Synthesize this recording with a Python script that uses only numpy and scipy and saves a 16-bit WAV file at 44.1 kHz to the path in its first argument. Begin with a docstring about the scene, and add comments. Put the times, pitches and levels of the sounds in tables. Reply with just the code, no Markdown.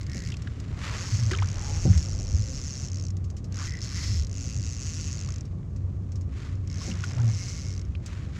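"""A plastic kayak on calm open water, a fish on the line. The reel's drag gives line in runs: a pawl
snaps over teeth, ringing spool, housing and frame, while reel and taut line whine under load.
A waterproof suit rustles. Waves wash the hollow hull, air pockets gulp under it, drops plop
and dull knocks ring its modes. Under it all: open-air rumble, a breeze and a low drone
like a far boat engine."""
import sys
import numpy as np
from scipy import signal
from scipy.fft import rfft, irfft, next_fast_len
from scipy.io import wavfile

SR = 44100
rng = np.random.default_rng(int(sys.argv[2]) if len(sys.argv) > 2 else 0)


def to_wav(sig):
    """Store sig (one row per channel, or 1-D mono) as 16-bit WAV at the path in sys.argv[1].

    Samples outside -1..1 are clipped; the rate is SR.
    """
    pcm = np.clip(np.atleast_2d(sig), -1, 1) * 32767
    pcm = np.round(pcm).astype(np.int16)
    wavfile.write(sys.argv[1], SR, pcm.T)  # frames by channels


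N = 369983

# Table levels are relative within each source.
# open-air spectrum: freq_hz, level_db
AIR_SPECTRUM = [(20, -22.5), (38, -15), (65, 4.5), (120, 1.5), (160, -4), (240, -15.5), (350, -20),
                (550, -30.5), (900, -49.5), (1130, -33.5), (2200, -75), (6500, -51), (9000, -64.5),
                (15000, -84)]
# drone lines: pitch_hz, width_hz, level_db
DRONE_LINES = [(92.87, 2.34, -33.5), (180.8, 18, -56), (206.2, 16, -52.5), (268.1, 2.6, -54)]
# wind gusts: peak_s, rise_s, fall_s, level_db
GUSTS = [(2.0, 0.58, 0.63, -32), (4.1, 0.057, 0.28, -36)]
# waves along the hull: peak_s, rise_s, fall_s, level_db
WAVES = [(.93, 0.23, 0.15, -50), (1.72, 0.91, 0.77, -52.5), (6.9, 0.089, 0.087, -54),
         (7.2, 0.14, 0.13, -50.5)]
# drops: start_s, pitch_hz, level_db, fall_s, glide_octaves (per fall_s)
DRIPS = [(0.321, 2910, -36, 0.018, 0.37), (0.341, 2320, -35, 0.0095, 0.63),
         (0.472, 1640, -33.5, 0.012, -0.08), (0.474, 3090, -33.5, 0.0043, -0.73),
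         (1.311, 2170, -22, 0.0074, -0.1), (1.314, 1110, -24.5, 0.0043, -0.13),
         (1.316, 365, -27, 0.047, .1), (1.332, 1540, -26, 0.029, -0.51), (1.349, 2710, -25.5, 0.0075, .4),
         (1.386, 2990, -28.5, 0.019, -1.21), (1.422, 1105, -26, 0.02, .5), (5.286, 1060, -39, 0.0175, 0.59),
         (6.813, 1020, -41, .04, 0.77), (6.914, 2600, -32, 0.011, 0.057), (7.038, 1485, -26, 0.013, 0.13),
         (7.177, 843, -46.5, 0.04, 0.43), (7.951, 2730, -32.5, 0.0066, 0.4)]
# air pockets under the hull: start_s, length_s, pitch_hz, level_db
GULPS = [(1.114, 0.057, 118.5, -18), (1.168, 0.15, 122.6, -20), (1.388, 0.086, 104, -22),
         (1.885, 0.044, 105, -10.5), (1.942, 0.076, 81.6, -15.5), (2.328, 0.04, 85, -13.5),
         (2.368, 0.094, 109, -20.5), (4.069, 0.1, 110.6, -22), (4.127, 0.122, 83, -21),
         (4.554, 0.067, 121.8, -23.5), (7.152, 0.21, 123.3, -17.5), (7.871, 0.04, 76, -17.5)]
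# hull modes: freq_hz, level_db, t60_s
HULL_MODES = [(133.2, 4, 0.14), (177, -3, 0.39), (223, 4, 0.11), (292, -4.5, 0.094), (329, 2, 0.046),
              (535, -7.5, 0.18), (756, -10.5, 0.13)]
# blows on the hull: start_s, level_db, contact_cutoff_hz
KNOCKS = [(.15, -32, 610), (1.315, -37.5, 1500), (1.853, -17.5, 545), (1.8595, -20.5, 301),
          (1.8767, -22.5, 250), (6.878, -28.5, 696), (6.905, -37, 500)]
# fabric spectrum: freq_hz, level_db
FABRIC_SPECTRUM = [(300, -25), (750, -7), (1100, 6), (2000, 5.5), (3400, -1), (5200, -3), (7200, -5),
                   (8900, -20), (10800, -23.5), (13000, -32), (15500, -45)]
# arm and leg movements: peak_s, rise_s, fall_s, level_db
LIMB_STROKES = [(.15, .4, 1, -59.5), (.87, 0.076, 0.21, -41.5), (1.65, 0.98, 0.4, -51),
                (1.95, 0.043, 0.019, -49.5), (2.65, 0.65, 0.37, -58.5), (3.635, 0.083, 0.053, -47.5),
                (4.0, 0.21, 0.15, -50), (5.28, 1, 0.17, -57.5), (6.4, 0.073, 0.14, -53),
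                (6.88, 0.16, 0.66, -52.5), (7.4, 0.72, 0.5, -60), (8.08, 0.044, 0.27, -53.5),
                (8.38, 0.043, .1, -51.5)]
# reel and line resonances: start_s, length_s, pitch_hz, width_hz, level_db
WHINES = [(0.031, 0.29, 1890, 160, -52.5), (1.519, 0.38, 833, 44.3, -51), (2.05, 0.71, 521, 25, -56),
          (3.56, .11, 1370, 450, -46), (3.648, 0.16, 1960, 110, -45), (3.7, 0.26, 5260, 110, -55),
          (3.923, 0.18, 1970, 130, -48)]
# single reel and tackle ticks: start_s, level_db, looseness (0-1)
TICKS = [(0.421, -38, 0), (0.601, -37, 0.16), (1.234, -30.5, 0.4), (1.315, -25.5, 0.15), (1.977, -27, .15),
         (3.103, -44, 0), (3.169, -40.5, 0.14), (3.242, -46.5, 0.84), (3.302, -39.5, 0.24),
         (3.367, -43, 0.84), (3.382, -46, 0.2), (3.443, -42.5, .6), (4.269, -38, 0.2), (5.453, -44, .3),
         (5.762, -45, 0.4), (6.12, -43, 0.4), (6.157, -42.5, .5), (6.211, -43.5, 0.4), (6.554, -51, 0.1),
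         (6.675, -41, 0.05), (7.04, -34, 0.6), (8.061, -31, 0.47)]
# hand on the reel: time_s, crank_share (0-1)
CRANKING = [(.3, 0.4), (1.2, 0.4), (1.5, 0.16), (3.4, 0.15), (3.7, 0.44), (4.15, 0.52), (4.35, 0.16),
            (5.4, 0.2), (6.8, 0.17)]
# click spectra, spool free and cranked: freq_hz, level_db
FREE_SPECTRUM = [(600, -46.5), (1400, -9), (2600, -2.5), (3500, -6.5), (4600, -2), (5600, 3.5), (6500, 4.5),
                 (7300, 0.5), (8200, -7.5), (9000, -19), (10400, -17.5), (12000, -28.5), (15500, -31)]
CRANK_SPECTRUM = [(600, -38), (1500, -26), (1950, 5), (2500, -13), (3500, -6.5), (4500, 5), (5400, 7),
                  (6000, -5.5), (6900, -8), (8000, -9), (8900, -20), (10400, -20.5), (12000, -19),
                  (15500, -40)]
# metal frame and spool modes: freq_hz, level_db
FRAME_MODES = [(5480, -45), (10420, -47.5), (11900, -40)]
SPOOL_MODES = [(4450, -4.5), (4830, -5), (5380, -4), (5700, -0.5), (6060, -1.5), (6400, -0.5), (6720, 0.5),
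               (7130, -1.5), (7750, -5.5)]
# housing modes: freq_hz, level_db, decay_s
HOUSING_MODES = [(1410, -32, 0.0053), (2086, -37, 0.0032), (2670, -29.5, 0.0014)]
# spool speed curves: time_s, clicks_per_s
FIRST_TUG = [(0.012, 61.0), (0.06, 16.9), (0.176, 100.5), (0.22, 48.2), (0.253, 89.9), (0.373, 24.5)]
LONG_RUN = [(0.87, 29.6), (0.948, 97.6), (1.012, 178.8), (1.169, 213.6), (1.236, 99.0), (1.302, 139.7),
            (1.396, 67.8), (1.569, 73.3), (1.634, 129.8), (1.828, 180.5), (1.874, 137.0), (1.978, 164.6),
            (2.057, 119.0)]
HARD_PULL = [(3.524, 39.8), (3.601, 128.5), (3.663, 172.1), (3.704, 71.8), (3.795, 48.7), (3.843, 173.3),
             (3.889, 96.6), (3.977, 200.4), (4.032, 234.4), (4.173, 170.2), (4.274, 23.0)]
STEADY_RUN = [(4.295, 45.4), (4.356, 97.3), (4.445, 129.7), (4.588, 90.3), (4.715, 125.5), (4.784, 109.0),
              (4.868, 158.9), (5.029, 160.1), (5.149, 115.4), (5.271, 70.2), (5.412, 34.0)]
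LAST_RUN = [(6.7, 73.1), (6.764, 64.7), (6.825, 203.5), (6.893, 209.3), (6.94, 67.6), (6.975, 48.6),
            (7.088, 123.7), (7.131, 60.4), (7.204, 59.3), (7.28, 95.1), (7.344, 165.2), (7.496, 203.1),
            (7.637, 124.4), (7.776, 68.2), (7.857, 10.5)]
# runs of the drag: speed_curve, level_db, spool_pitch_ratio, ring_gain, ridge_turns, sweep_hz_per_turn,
# ridge_db, housing_peak_turns, whistle_hz, whistle_db, whistle_decay_s
DRAG_RUNS = [(FIRST_TUG, -34, 0.89, 0.06, 0.12, -2700, 3.7, 0.2, 2200, -23, 0.002),
             (LONG_RUN, -37, 0.98, 0.19, .05, 1740, 5, 0.21, 2500, -29, .001), ([(2.059, 114.5),
             (2.215, 98.2), (2.491, 112.4), (2.543, 147.4), (2.607, 120.7), (2.686, 156.9), (2.716, 124.0),
             (2.849, 145.2), (2.897, 52.7), (2.936, 76.9), (3.044, 73.1), (3.108, 42.0)],
             -38, 0.96, 0.19, 0.834, -2800, 6.6, .02, 2700, -36, 0.0009),
             (HARD_PULL, -35.5, 0.94, 0.18, 0.33, 1620, 5.5, 0.41, 3250, -22, 0.0011),
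             (STEADY_RUN, -37, 1.0, 0.18, 0.63, -2500, 5.5, 0.54, 2650, -23, .0011),
             (LAST_RUN, -38.5, 0.9, 0.16, 0.29, -2700, 2.6, 0.21, 2165, -27, 0.0088)]


def from_db(db):
    """Decibels to gain."""
    return 10 ** (np.asarray(db) / 20)


def unit_rms(x):
    """Scale to rms 1."""
    return x / np.sqrt(np.mean(x ** 2) + 1e-20)


def add(out, start_s, sound):
    """Mix a sound in at start_s."""
    at = int(np.clip(start_s * SR, 0, N - 1))
    out[at:at + len(sound)] += sound[:N - at]


def impulses(times_s, gains):
    """One-sample kicks."""
    return np.bincount(np.clip(times_s * SR, 0, N - 1).astype(int), gains, N)


def coloured(x, spectrum, size=8192):
    """Minimum-phase filter, given spectrum, unit energy."""
    hz, db = np.transpose(spectrum)
    grid_hz = np.maximum(np.arange(size // 2 + 1) * SR / size, 1)
    grid_db = np.interp(np.log(grid_hz), np.log(hz), db)
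    cepstrum = irfft(np.log(from_db(grid_db)))
    cepstrum[1:size // 2] *= 2
    cepstrum[size // 2 + 1:] = 0
    response = irfft(np.exp(rfft(cepstrum)))
    return signal.oaconvolve(x, response / np.linalg.norm(response))[:N]


def band(x, low_hz, high_hz):
    """Band-pass."""
    return signal.sosfilt(signal.butter(2, [low_hz, high_hz], "band", fs=SR, output="sos"), x)


def fade(kicks, decay_s):
    """Exponential tail on each kick."""
    return signal.lfilter([1], [1, -np.exp(-1 / (decay_s * SR))], kicks + 1e-18)


def drift(rate_hz):
    """Low-passed noise, rms 1."""
    size = next_fast_len(N, real=True)
    hz = np.arange(size // 2 + 1) * SR / size
    spectrum = rfft(rng.standard_normal(size)) / (1 + (hz / rate_hz) ** 2)
    return unit_rms(irfft(spectrum, size)[:N])


def swells(rows, rest_db):
    """Gain curve: a floor plus lopsided bells, summed in power."""
    power = from_db(rest_db) ** 2
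    for peak_s, rise_s, fall_s, level_db in rows:
        t = np.arange(N) / SR - peak_s
        width_s = np.where(t < 0, rise_s, fall_s)
        bell = np.exp(-np.minimum((t / width_s) ** 2, 50))
        power += (from_db(level_db) * bell) ** 2
    return np.sqrt(power)


def open_air(level_db=-34):
    """Steady rumble over the water."""
    return from_db(level_db) * coloured(rng.standard_normal(N), AIR_SPECTRUM)


def drone(waver=0.46):
    """Low lines wavering in level and phase, like a far engine."""
    out, t = np.zeros(N), np.arange(N) / SR
    for hz, width_hz, level_db in DRONE_LINES:
        phasor = unit_rms(1 + waver * drift(width_hz)) + 1j * waver * drift(width_hz)
        out += from_db(level_db) * (phasor * np.exp(2j * np.pi * hz * t)).real
    return out


def breeze(calm_db=-45):
    """Wind buffets the microphone in gusts."""
    return swells(GUSTS, calm_db) * unit_rms(band(rng.standard_normal(N), 24, 76))


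def wash(gain_db=-1, calm_db=-58, lumpy_db=2.2):
    """Small waves lap unevenly along the hull."""
    lapping = band(rng.standard_normal(N), 240, 700) * from_db(lumpy_db * drift(22))
    return from_db(gain_db) * swells(WAVES, calm_db) * unit_rms(lapping)


def gurgles(gain_db=4.5, low_hz=380, high_hz=1400, count=300, cycles=20, rise_octaves=0.45):
    """Waves fold in small bubbles that swell, glide up and fade."""
    out = np.zeros(N)
    for when, smallness, strength in rng.random((count, 3)):
        hz = low_hz * (high_hz / low_hz) ** smallness
        life = np.linspace(0, 1, int(cycles / hz * SR))
        phase = 2 * np.pi * np.cumsum(hz * 2 ** (rise_octaves * life)) / SR
        add(out, when * N / SR, strength * np.sin(np.pi * np.sqrt(life)) * np.sin(phase))
    return from_db(gain_db) * swells(WAVES, -np.inf) * out


def drips(attack_s=0.00053, fall_db=22, spray_gain=0.41, spray_s=0.017, spray_hz=(740, 5100)):
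    """Each drop sprays briefly and leaves a wobbling, gliding bubble."""
    bubbles, spray_envelope = np.zeros(N), np.zeros(N)
    wobble = 1 + 0.067 * drift(250)
    for start_s, hz, level_db, fall_s, octaves in DRIPS:
        t = np.arange(int(2 * fall_s * SR)) / SR
        pitch_hz = hz * 2 ** (octaves * t / fall_s) * wobble[int(start_s * SR):][:len(t)]
        envelope = from_db(level_db - fall_db * t / fall_s) * (1 - np.exp(-t / attack_s))
        add(bubbles, start_s, envelope * np.sin(2 * np.pi * np.cumsum(pitch_hz) / SR))
        add(spray_envelope, start_s, envelope * np.exp(-t / spray_s))
    hiss = unit_rms(band(band(rng.standard_normal(N), *spray_hz), *spray_hz))
    return bubbles + spray_gain * spray_envelope * hiss


def gulps(overtone_db=-22, sag_share=0.142):
    """Trapped air swells and fades; pitch sags as the pocket changes size."""
    out = np.zeros(N)
    wobble = 1 + 0.2 * drift(19)
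    for start_s, length_s, hz, level_db in GULPS:
        life = np.linspace(0, 1, int(length_s * SR))
        phase = 2 * np.pi * np.cumsum(hz * (1 - sag_share * life)) / SR
        arch = np.sin(np.pi * life)
        tone = np.sin(phase) + from_db(overtone_db) * arch * np.sin(2 * phase)
        add(out, start_s, from_db(level_db) * arch * tone)
    return out * wobble


def hull_knocks(press_s=0.0021):
    """Blows ring the hull; soft contact builds gradually and weakens high modes."""
    out, t = np.zeros(N), np.arange(SR // 2) / SR
    hz, mode_db, t60_s = np.transpose(HULL_MODES)[:, :, None]
    envelopes = np.exp(-np.log(1000) * t / t60_s) * (1 - np.exp(-t / press_s))
    rings = envelopes * np.sin(2 * np.pi * hz * t)
    for start_s, level_db, cutoff_hz in KNOCKS:
        strength = from_db(level_db + mode_db) / (1 + (hz / cutoff_hz) ** 2)
        add(out, start_s, np.sum(strength * rings, axis=0))
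    return out


def suit(gain_db=2, rest_db=-70.5, grain_db=2.4, grain_hz=200):
    """Stiff fabric slides in many tiny slips."""
    slips = unit_rms(rng.standard_normal(N) * from_db(grain_db * drift(grain_hz)))
    return from_db(gain_db) * swells(LIMB_STROKES, rest_db) * coloured(slips, FABRIC_SPECTRUM)


def whines():
    """Friction under load drives a narrow, rough resonance that swells and fades."""
    out = np.zeros(N)
    for start_s, length_s, hz, width_hz, level_db in WHINES:
        radius = np.exp(-np.pi * width_hz / SR)
        resonator = [1, -2 * radius * np.cos(2 * np.pi * hz / SR), radius ** 2]
        friction = band(rng.standard_normal(SR), hz / np.sqrt(2), hz * np.sqrt(2))
        ring = signal.lfilter([1], resonator, friction)[-int(length_s * SR):]
        arch = np.sin(np.linspace(0, np.pi, len(ring)))
        add(out, start_s, from_db(level_db) * unit_rms(ring) * arch)
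    return out


def pawl(times_s, gains, chatter_gain=0.14, chatter_s=0.0044):
    """The pawl snaps onto a tooth, then chatters."""
    kicks = impulses(times_s, gains)
    return kicks + chatter_gain * fade(kicks, chatter_s) * rng.standard_normal(N)


def ticks(gain_db=12, rattle_db=-14, rattle_s=0.011):
    """Firm ticks snap; loose ones mostly rattle."""
    times_s, level_db, looseness = np.transpose(TICKS)
    gains = from_db(level_db + gain_db)
    snaps = pawl(times_s, gains * (1 - looseness))
    rattle = fade(impulses(times_s, gains * looseness), rattle_s) * rng.standard_normal(N)
    return snaps + from_db(rattle_db) * rattle


def drag_run(speed_curve, level_db, pitch_ratio, ring_gain, ridge_turns, sweep_hz_per_turn, ridge_db,
             housing_peak_turns, whistle_hz, whistle_db, whistle_decay_s):
    """One click per tooth rings spool and housing; both rings vary with spool angle."""
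    teeth, jitter_s, uneven_db = 15, 0.00012, 1.2
    doubling_db, stall_db, slow_per_s = 1.8, -3, 40
    ring_s, build_s, spread_db, middle_hz, housing_swell_db = 0.0011, 0.0004, 2, 6000, 4
    t = np.arange(N) / SR
    clicks_per_s = np.interp(t, *np.transpose(speed_curve), left=0, right=0)
    teeth_passed = np.cumsum(clicks_per_s) / SR
    at = np.flatnonzero(np.diff(np.ceil(teeth_passed))) + 1
    rate_per_s, turns = clicks_per_s[at], teeth_passed[at] / teeth
    chance = rng.standard_normal((len(at), 2 + len(SPOOL_MODES)))
    phases = rng.uniform(0, 2 * np.pi, (len(at), len(SPOOL_MODES), 1))
    times_s = at / SR + jitter_s * chance[:, 0]
    speed_db = doubling_db * np.log2(rate_per_s / rate_per_s.mean())  # faster is louder
    speed_db += stall_db * np.clip(1 - rate_per_s / slow_per_s, 0, 1)
    gains = from_db(level_db + speed_db + uneven_db * chance[:, 1])
    out = pawl(times_s, gains)

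    age_s = t[t < 0.022]
    mode_hz, mode_db = np.transpose(SPOOL_MODES)[:, :, None]
    spool_hz = pitch_ratio * mode_hz
    crest_turns = ridge_turns + (spool_hz - middle_hz) / sweep_hz_per_turn
    envelope = ring_gain * np.exp(-age_s / ring_s) * (1 - np.exp(-age_s / build_s))
    housing = sum(from_db(db) * np.cos(2 * np.pi * hz * age_s) * np.exp(-age_s / decay_s)
                  for hz, db, decay_s in [*HOUSING_MODES, (whistle_hz, whistle_db, whistle_decay_s)])
    for start_s, gain, turn, scatter, phase in zip(times_s, gains, turns, chance[:, 2:, None], phases):
        ridges = np.cos(4 * np.pi * (turn - crest_turns))  # strong modes sweep by twice a turn
        strength = from_db(mode_db + ridge_db * ridges + spread_db * scatter)
        spool = envelope * np.sum(strength * np.sin(2 * np.pi * spool_hz * age_s + phase), axis=0)
        housing_gain = from_db(housing_swell_db * np.cos(2 * np.pi * (turn - housing_peak_turns)))
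        add(out, start_s, gain * (spool + housing_gain * housing))
    return out


def reel(drag_gain_db=8.5, frame_ring_s=0.006):
    """Clicks pass through the body; cranking lowers their colour, the metal frame rings on."""
    crank = np.interp(np.arange(N) / SR, *np.transpose(CRANKING))
    clicks = from_db(drag_gain_db) * sum(drag_run(*run) for run in DRAG_RUNS) + ticks()
    body = (1 - crank) * coloured(clicks, FREE_SPECTRUM) + crank * coloured(clicks, CRANK_SPECTRUM)
    age_s = np.arange(SR // 20) / SR
    frame = sum(from_db(db) * np.cos(2 * np.pi * hz * age_s) for hz, db in FRAME_MODES)
    frame *= np.exp(-age_s / frame_ring_s)
    return body + signal.oaconvolve(body, frame)[:N]


def scene():
    """Mono mix in the open, no echo."""
    angler = reel() + whines() + suit()
    hull_and_water = gulps() + hull_knocks() + drips() + wash() + gurgles()
    background = open_air() + drone() + breeze()
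    return (background + hull_and_water + angler)[None]


def record(dry, low_hz=16, high_hz=15800):
    """Cut the deepest rumble and the top."""
    thinned = signal.sosfilt(signal.butter(2, low_hz, "high", fs=SR, output="sos"), dry)
    return signal.sosfilt(signal.ellip(10, 0.1, 80, high_hz, fs=SR, output="sos"), thinned)


dry = scene()
out = record(dry)
to_wav(out)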